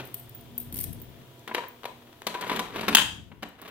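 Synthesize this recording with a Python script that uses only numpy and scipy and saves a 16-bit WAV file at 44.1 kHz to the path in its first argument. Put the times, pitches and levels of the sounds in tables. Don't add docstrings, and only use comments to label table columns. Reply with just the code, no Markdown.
import sys
import numpy as np
from scipy import signal
from scipy.fft import rfft, irfft
from scipy.io import wavfile
from scipy.ndimage import uniform_filter1d

SR = 44100
rng = np.random.default_rng(int(sys.argv[2]) if len(sys.argv) > 2 else 0)


def level_to_linear(level):
    exponent = np.asarray(level, float) / 20
    return 10 ** exponent


def output_pcm(signal):
    pcm = np.clip(np.atleast_2d(signal).T, -1, 1) * 32767
    wavfile.write(sys.argv[1], SR, np.round(pcm).astype(np.int16))


N = 163170

# f/Hz, level/dB
CLINK_COLOUR = [(1180, -11), (2000, -3), (3450, -1), (7090, -2), (8680, 7.5), (15000, 14.5), (16400, -17)]
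# f/Hz, level/dB
KNOCK_COLOUR = [(180, -42), (300, 7), (1090, 5.5), (3390, -3), (3810, -4.5), (5420, -18), (15000, -21),
                (16400, -59)]
# f/Hz, level/dB, time to fall 60 dB/s
BOX_TONES = [(480, -6, .05), (760, -10, 0.04), (975, -2, 0.08), (1110, -9, .04), (1500, -12, 0.025),
             (2150, -15, .02), (3000, -16, 0.02), (3800, -17, .02)]
# f/Hz, level/dB, time to fall 60 dB/s
WALL_TONES = [(217, -5.5, 0.12), (290.2, -14, 0.25), (404, -7, 0.069)]


def read(points, hz):
    f, v = np.transpose(points)
    return np.interp(np.log(hz + 1), np.log(f + 1), v)


def curve(points):
    return np.interp(np.arange(N) / SR, *np.transpose(points))


def evened(x):
    return x / np.sqrt(np.mean(x ** 2) + 1e-20)


def tint(x, table, share=1):
    n = x.shape[-1]
    gain = level_to_linear(share * read(table, np.fft.rfftfreq(n, 1 / SR)))
    return irfft(rfft(x) * gain, n)


def add(mix, s, sound):
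    part = mix[..., round(s * SR):][..., :sound.shape[-1]]
    part += sound[..., :part.shape[-1]]


def rings(modes, t, detune=0.0023, damp=0.72, spread_db=-1.5):
    luck = np.clip(rng.standard_normal((len(modes), 3)), -1.2, 1.2)
    total = 0
    for (hz, db, t60), (louder, sharper, phase) in zip(modes, luck):
        fade = level_to_linear(db + spread_db * louder - 60 * damp * t / max(t60, .003))
        total = total + fade * np.sin(2 * np.pi * hz * (1 + detune * sharper) * t + phase)
    return total


def rattle(t, length, table, rise, treble_db=0):
    clumps = evened(uniform_filter1d(rng.standard_normal(len(t)), size=30))
    spikes = rng.standard_normal((2, len(t))) * level_to_linear(2.5 * clumps)
    spikes[1] = .8 * spikes[0] + .6 * spikes[1]
    shape = np.exp(-(t / max(length, .001)) ** 2) + level_to_linear(-16.0 - 60 * t / 0.2)
    coloured = tint(evened(tint(spikes, table)), [(2500, 0.02), (6500, treble_db)])
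    return coloured * np.minimum(t / rise, 1) * shape


def clink(db, hz, ring_db):
    # f/Hz, level/dB, time to fall 60 dB/s
    long_key = [(8750, -21, .09), (12250, -20, .04), (14480, -9, .11)]
    short_key = [(13100, -9, .04), (15100, 3.5, .18)]
    t = np.arange(0, .3, 1 / SR)
    key, pan_db = (short_key, -5) if hz > 14900 else (long_key, 6)
    tones = [*key, *key]
    ping = level_to_linear(-5.5) * rings([(hz, 0, .01)], t)
    ring_shape = level_to_linear(ring_db) * (0.21 + 0.8 * np.exp(-t / 0.0049))
    ringing = ring_shape * np.array([rings(tones, t), rings(tones, t)])
    struck = np.minimum(t / 0.00049, 1) * (ping + ringing)
    pan = level_to_linear(np.array([[pan_db], [-pan_db]]) / 2)
    return level_to_linear(db) * pan * (level_to_linear(-9.0) * rattle(t, 0.006, CLINK_COLOUR, 0.0017) + struck)


def shake():
    start_s, end_s, level_db = 0.723, .85, -47
    t = np.arange(N) / SR
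    gate = np.clip((t - start_s) / 0.045, 0, 1) * (t < end_s)
    clumps = evened(uniform_filter1d(rng.standard_normal(N), size=120))
    chatter = evened(tint(rng.standard_normal((2, N)), CLINK_COLOUR))
    return level_to_linear(level_db + 7.3 * clumps) * gate * chatter * level_to_linear(np.array([[3.], [-3.]]))


def jingle():
    # t/s, peak level/dB, loudest ring f/Hz, long ring level/dB
    touches = [(0.0522, -35, 11900, -6), (0.0717, -37, 14100, -2), (0.1423, -24, 14000, 0),
               (0.197, -36.5, 14300, 5), (0.293, -40, 14000, -4), (0.3483, -40, 15100, 0),
               (0.408, -41.5, 11000, -20), (0.5789, -25, 14300, 7), (0.6, -30, 14500, 5.5),
               (0.613, -35, 11500, -14), (0.7244, -28.5, 14300, -9), (0.7417, -25, 12400, -15),
               (0.7672, -26, 15400, -25), (0.7871, -20.5, 8700, -29), (0.802, -23.5, 8800, -20),
               (0.8098, -24.5, 14400, 4), (0.821, -28, 14000, -20), (0.83, -31, 13300, -20),
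               (0.839, -22, 12350, -24), (0.9285, -31, 10600, -30), (0.945, -41, 14100, -25),
               (0.9996, -42, 13200, -13), (1.0164, -37.5, 15100, -4), (1.6835, -45.5, 15100, 1),
               (3.488, -48, 14840, -4), (3.6155, -36.5, 15700, -20), (3.684, -45, 15100, -7.5)]
    keys = shake()
    for s, *row in touches:
        add(keys, s, clink(*row))
    return keys


def knock(table, modes, rise_s, db, treble_db, thump_db, modes_db, length):
    t = np.arange(0, .3, 1 / SR)
    crack = rattle(t, length, table, rise_s, treble_db + 24.0)
    body = np.minimum(t / rise_s, 1) * level_to_linear(modes_db) * rings(modes, t, detune=0.0168, spread_db=5)
    thump = np.minimum(t / 0.0013, 1) * level_to_linear(thump_db) * rings(WALL_TONES, t, detune=0.022)
    return level_to_linear(db) * (level_to_linear(-11) * crack + body + thump)


def lock_knocks(lock):
    # t/s, peak level/dB, treble level/dB, thump level/dB, box ring level/dB
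    going_in = [(1.476, -26.5, -18, -18, -22), (1.491, -28, -33, -11, -17), (1.512, -26.5, -53, -9, -7.5),
                (1.54, -34, -14, -35, -24), (1.546, -14.5, -19.5, -31, -24), (1.564, -26, -27, -13, -12.5),
                (1.58, -21.5, -27, -17, -4), (1.636, -34, -19, -26, -10.5), (1.853, -24, -19, -39, -17),
                (2.267, -16.5, -12, -13, -12), (2.283, -29, -17, -24, -11), (2.342, -23.5, -20, -25.5, -19),
                (2.349, -23.5, -32.5, -24, -6), (2.41, -30, -6, -34.5, -19.5),
                (2.424, -22.5, -31, -24.5, -17.5), (2.437, -27, -33, -24.5, -9.5),
                (2.475, -33, -12, -21, -13.5), (2.495, -16, -22.5, -38, -10.5),
                (2.512, -23.5, -30.5, -21.5, -5.5), (2.53, -28.5, -17.5, -22.5, -12),
                (2.561, -24, -10.5, -10.5, -24), (2.568, -23.5, -20.5, -3.5, -23),
                (2.592, -15.5, -14.5, -15.5, -7)]
    turning = [(2.758, -29, -17, -6.5, -18), (2.787, -25, -28, -17, -18), (2.809, -24.5, -13, -5, -18),
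               (2.832, -28.5, -22, -1, -10), (2.881, -10, -17, -5, -16), (2.892, -19.5, -18, -10.5, -24.5),
               (2.927, -17.5, -22, -4, -31), (3.316, -36.5, -33.5, -6, -18),
               (3.424, -33.5, -16, 2.5, -21.5), (3.429, -23.5, -20, -13.5, -16.5),
               (3.594, -41, -23, -11, -11.5), (3.615, -41.5, -11, -10, -20), (3.677, -37, -13.5, -11, -14)]
    # t/s, peak level/dB, treble level/dB, thump level/dB, box ring level/dB
    ticks = [
        (1.393, -51, 1, -30, -20),
        (1.833, -29.5, -24, -37, -17),
        (1.842, -24.5, -24, -38, -22),
        (2.128, -39.5, -16, -30, -30),
        (2.219, -29.5, -17.5, -25, -33),
        (2.23, -41, -17, -25, -22),
        (2.75, -29.5, -20, -3, -15),
    ]
    for events in (going_in, turning):
        for s, *row in events:
            add(lock, s, knock(KNOCK_COLOUR, BOX_TONES, 0.00096, *row, 0.01))
    for s, *row in ticks:
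        add(lock, s, knock(KNOCK_COLOUR, BOX_TONES, .0004, *row, .003))


def handle_snap(lock):
    # t/s, peak level/dB, treble level/dB, thump level/dB, rattle length/s
    hits = [
        (2.9491, -1.5, -16, -24, .007),
        (2.9697, -3.5, -22, -30, .0018),
        (2.976, -13, -26, -30, .003),
        (2.984, -7, -28, -30, .0025),
        (2.9935, -13, -30, -30, .003),
        (2.9995, -12, -30, -30, .005),
        (3.018, -16, -28, -30, .006),
    ]
    # f/Hz, level/dB
    clack_colour = [(300, -16), (900, -3), (1600, 1), (2300, -6), (3250, 6), (5300, -17), (6600, -8),
                    (16000, -18.5)]
    # f/Hz, level/dB, time to fall 60 dB/s
    handle_tones = [(920, -14, .03), (1600, -15, 0.02), (2630, -17, .03), (3030, -14, .035),
                    (3245, -14, .035), (3470, -15, .03), (3680, -18, .03)]
    for s, *row, length in hits:
        add(lock, s, knock(clack_colour, handle_tones, 0.00025, *row, -8, length))


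def rub():
    # t/s,
    # level/dB
    pressure = [(0, -40), (.04, -51), (.2, -66), (2.26, -63.5), (2.3, -45), (2.39, -47), (2.43, -44),
                (2.47, -42), (2.53, -32.5), (2.56, -40.5), (2.73, -50), (2.76, -36), (2.87, -41),
                (2.93, -44), (2.95, -36.5), (2.97, -83.5), (3.58, -61), (3.62, -51.5), (3.7, -48)]
    strength = level_to_linear(0.43 * np.minimum(rng.exponential(1, N), 3))
    happens = rng.random(N) < 5000 / SR
    slips = rng.standard_normal((2, N)) * strength * happens
    slips *= level_to_linear(2.63 * evened(uniform_filter1d(rng.standard_normal(N), size=400)))
    slips[1] = slips[0] + slips[1]
    t = np.arange(0, .2, 1 / SR)
    body = signal.fftconvolve(slips, rings(BOX_TONES, t, damp=0.65)[None])[:, :N]
    board = signal.fftconvolve(slips[:1], rings(WALL_TONES, t, damp=6.8)[None])[:, :N]
    scrape = evened(tint(slips, KNOCK_COLOUR))
    return level_to_linear(curve(pressure)) * (scrape + level_to_linear(-14) * evened(body) + level_to_linear(-1.0) * evened(board))


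def lean(x, left_share, right_share):
    # f/Hz, level/dB
    side_colour = [(60, -3.5), (250, -2), (1300, 4), (2400, 8), (4400, 7), (8000, 3.5)]
    return np.array([tint(x[0], side_colour, left_share), tint(x[1], side_colour, right_share)])


def pair(x):
    # f/Hz, likeness (0 to 1)
    likeness = [(60, 0.24), (130, 1), (400, 0.92), (1400, 0.019)]
    z = rfft(x)
    c = np.clip(read(likeness, np.fft.rfftfreq(N, 1 / SR)), 0, 1)
    return irfft([z[0], c * z[0] + np.sqrt(1 - c ** 2) * z[1]], N)


def room(x):
    # f/Hz, time to fall 60 dB/s
    ring_time = [(300, 0.41), (2700, 0.41), (6000, 0.42), (14000, 0.32)]
    # f/Hz, level/dB
    echo_colour = [(200, -1.5), (3200, -2), (6000, -3), (16000, -5.5)]
    out = np.zeros((2, N))
    turn = np.arange(N) / SR * 60
    for k in range(3):
        taps = np.zeros((2, SR))
        slots = np.arange(300, SR - 20, 10)[None]
        at = slots + rng.integers(0, 10, (2, (SR - 311) // 10))
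        np.put_along_axis(taps, at, rng.choice([-1., 1.], at.shape), 1)
        echoes = pair(np.pad(taps, ((0, 0), (0, N - SR))))[:, :SR]
        hz, t, z = signal.stft(echoes, SR, nperseg=256)
        fade = level_to_linear(-60 * t / read(ring_time, hz)[:, None])
        tail = signal.istft(z * fade, SR, nperseg=256)[1]
        tail *= np.clip((np.arange(tail.shape[1]) / SR - .012) / .012, .1, 1)
        feed = x * np.sqrt(2 / 3) * np.cos(np.pi * (turn + k / 3))
        out += signal.fftconvolve(feed[None], tail / np.linalg.norm(tail[0]), axes=1)[:, :N]
    return tint(out, echo_colour)


def gusts():
    # t/s, level/dB
    hand_air = [(0, -57.5), (.6, -52), (.76, -37.5), (.95, -39), (1.15, -51.5), (1.5, -77), (2.4, -63.5),
                (2.9, -46), (3.2, -43.5), (3.5, -60)]
    # f/Hz, level/dB
    gust_colour = [(20, -30.5), (50, 0), (110, 2.5), (300, -8.5), (700, -30.5)]
    lumps = uniform_filter1d(rng.standard_normal((2, N)), size=900)
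    lumps = evened(uniform_filter1d(lumps, size=900))
    noise = rng.standard_normal((2, N))
    noise[1] = 0.22 * noise[0] + 0.27 * noise[1]
    return level_to_linear(curve(hand_air) + 2 * lumps) * evened(tint(noise, [*gust_colour, (2000, -83.0)]))


def air():
    # t/s, level/dB
    recorder_gain = [(0, 1.5), (.25, 1), (1.4, 0), (1.5, -1), (2.9, -2), (3.2, -9.5), (3.7, -12)]
    # f/Hz, level/dB
    air_colour = [(30, -17.5), (110, -8.5), (175, -27), (330, -8.5), (1200, -25), (3300, -31), (9000, -35),
                  (15000, -30.5)]
    # f/Hz, width/Hz, level/dB
    hum_lines = [
        (125, 10, -56),
        (239.5, 1.9, -58),
        (678, 9.8, -66),
        (972, 8, -71.5),
        (3300, 530, -67),
        (13500, 40, -71.5),
    ]
    hz, gain_db = np.fft.rfftfreq(N, 1 / SR), curve(recorder_gain)
    out = level_to_linear(-55.5 + gain_db) * evened(tint(pair(rng.standard_normal((2, N))), air_colour))
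    for f, width, db in hum_lines:
        peak = 1 + ((hz - f) / width) ** 2
        line = evened(irfft(rfft(pair(rng.standard_normal((2, N)))) / peak, N))
        out += level_to_linear(db + gain_db * (4.5 if f < 300 else 1.1)) * line
    return out


def scene():
    lag = 3
    keys = jingle()
    lock = rub()
    lock_knocks(lock)
    handle_snap(lock)
    lock = tint(lock, [(90, -11), (190, -1.0)])
    near = lean(lock, 1.0, -0.036)
    near[0] = np.roll(near[0], lag)
    near += [np.roll(keys[0], -lag), keys[1]]
    to_room = level_to_linear(-5.0) * lock.mean(0) + level_to_linear(-6.5) * keys.mean(0)
    wet = room(to_room) + air() + gusts()
    return near + lean(wet, 0.64, -0.06)


def roll_off(x):
    return signal.sosfilt(signal.butter(12, 16500, fs=SR, output="sos"), x)


def record(dry):
    edge = signal.firwin(401, 15950, window=("kaiser", 11), fs=SR)
    mix = signal.oaconvolve(np.clip(dry, -1, 1), edge[None], "same")
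    return roll_off(mix)


dry = scene()
out = record(dry)
output_pcm(out)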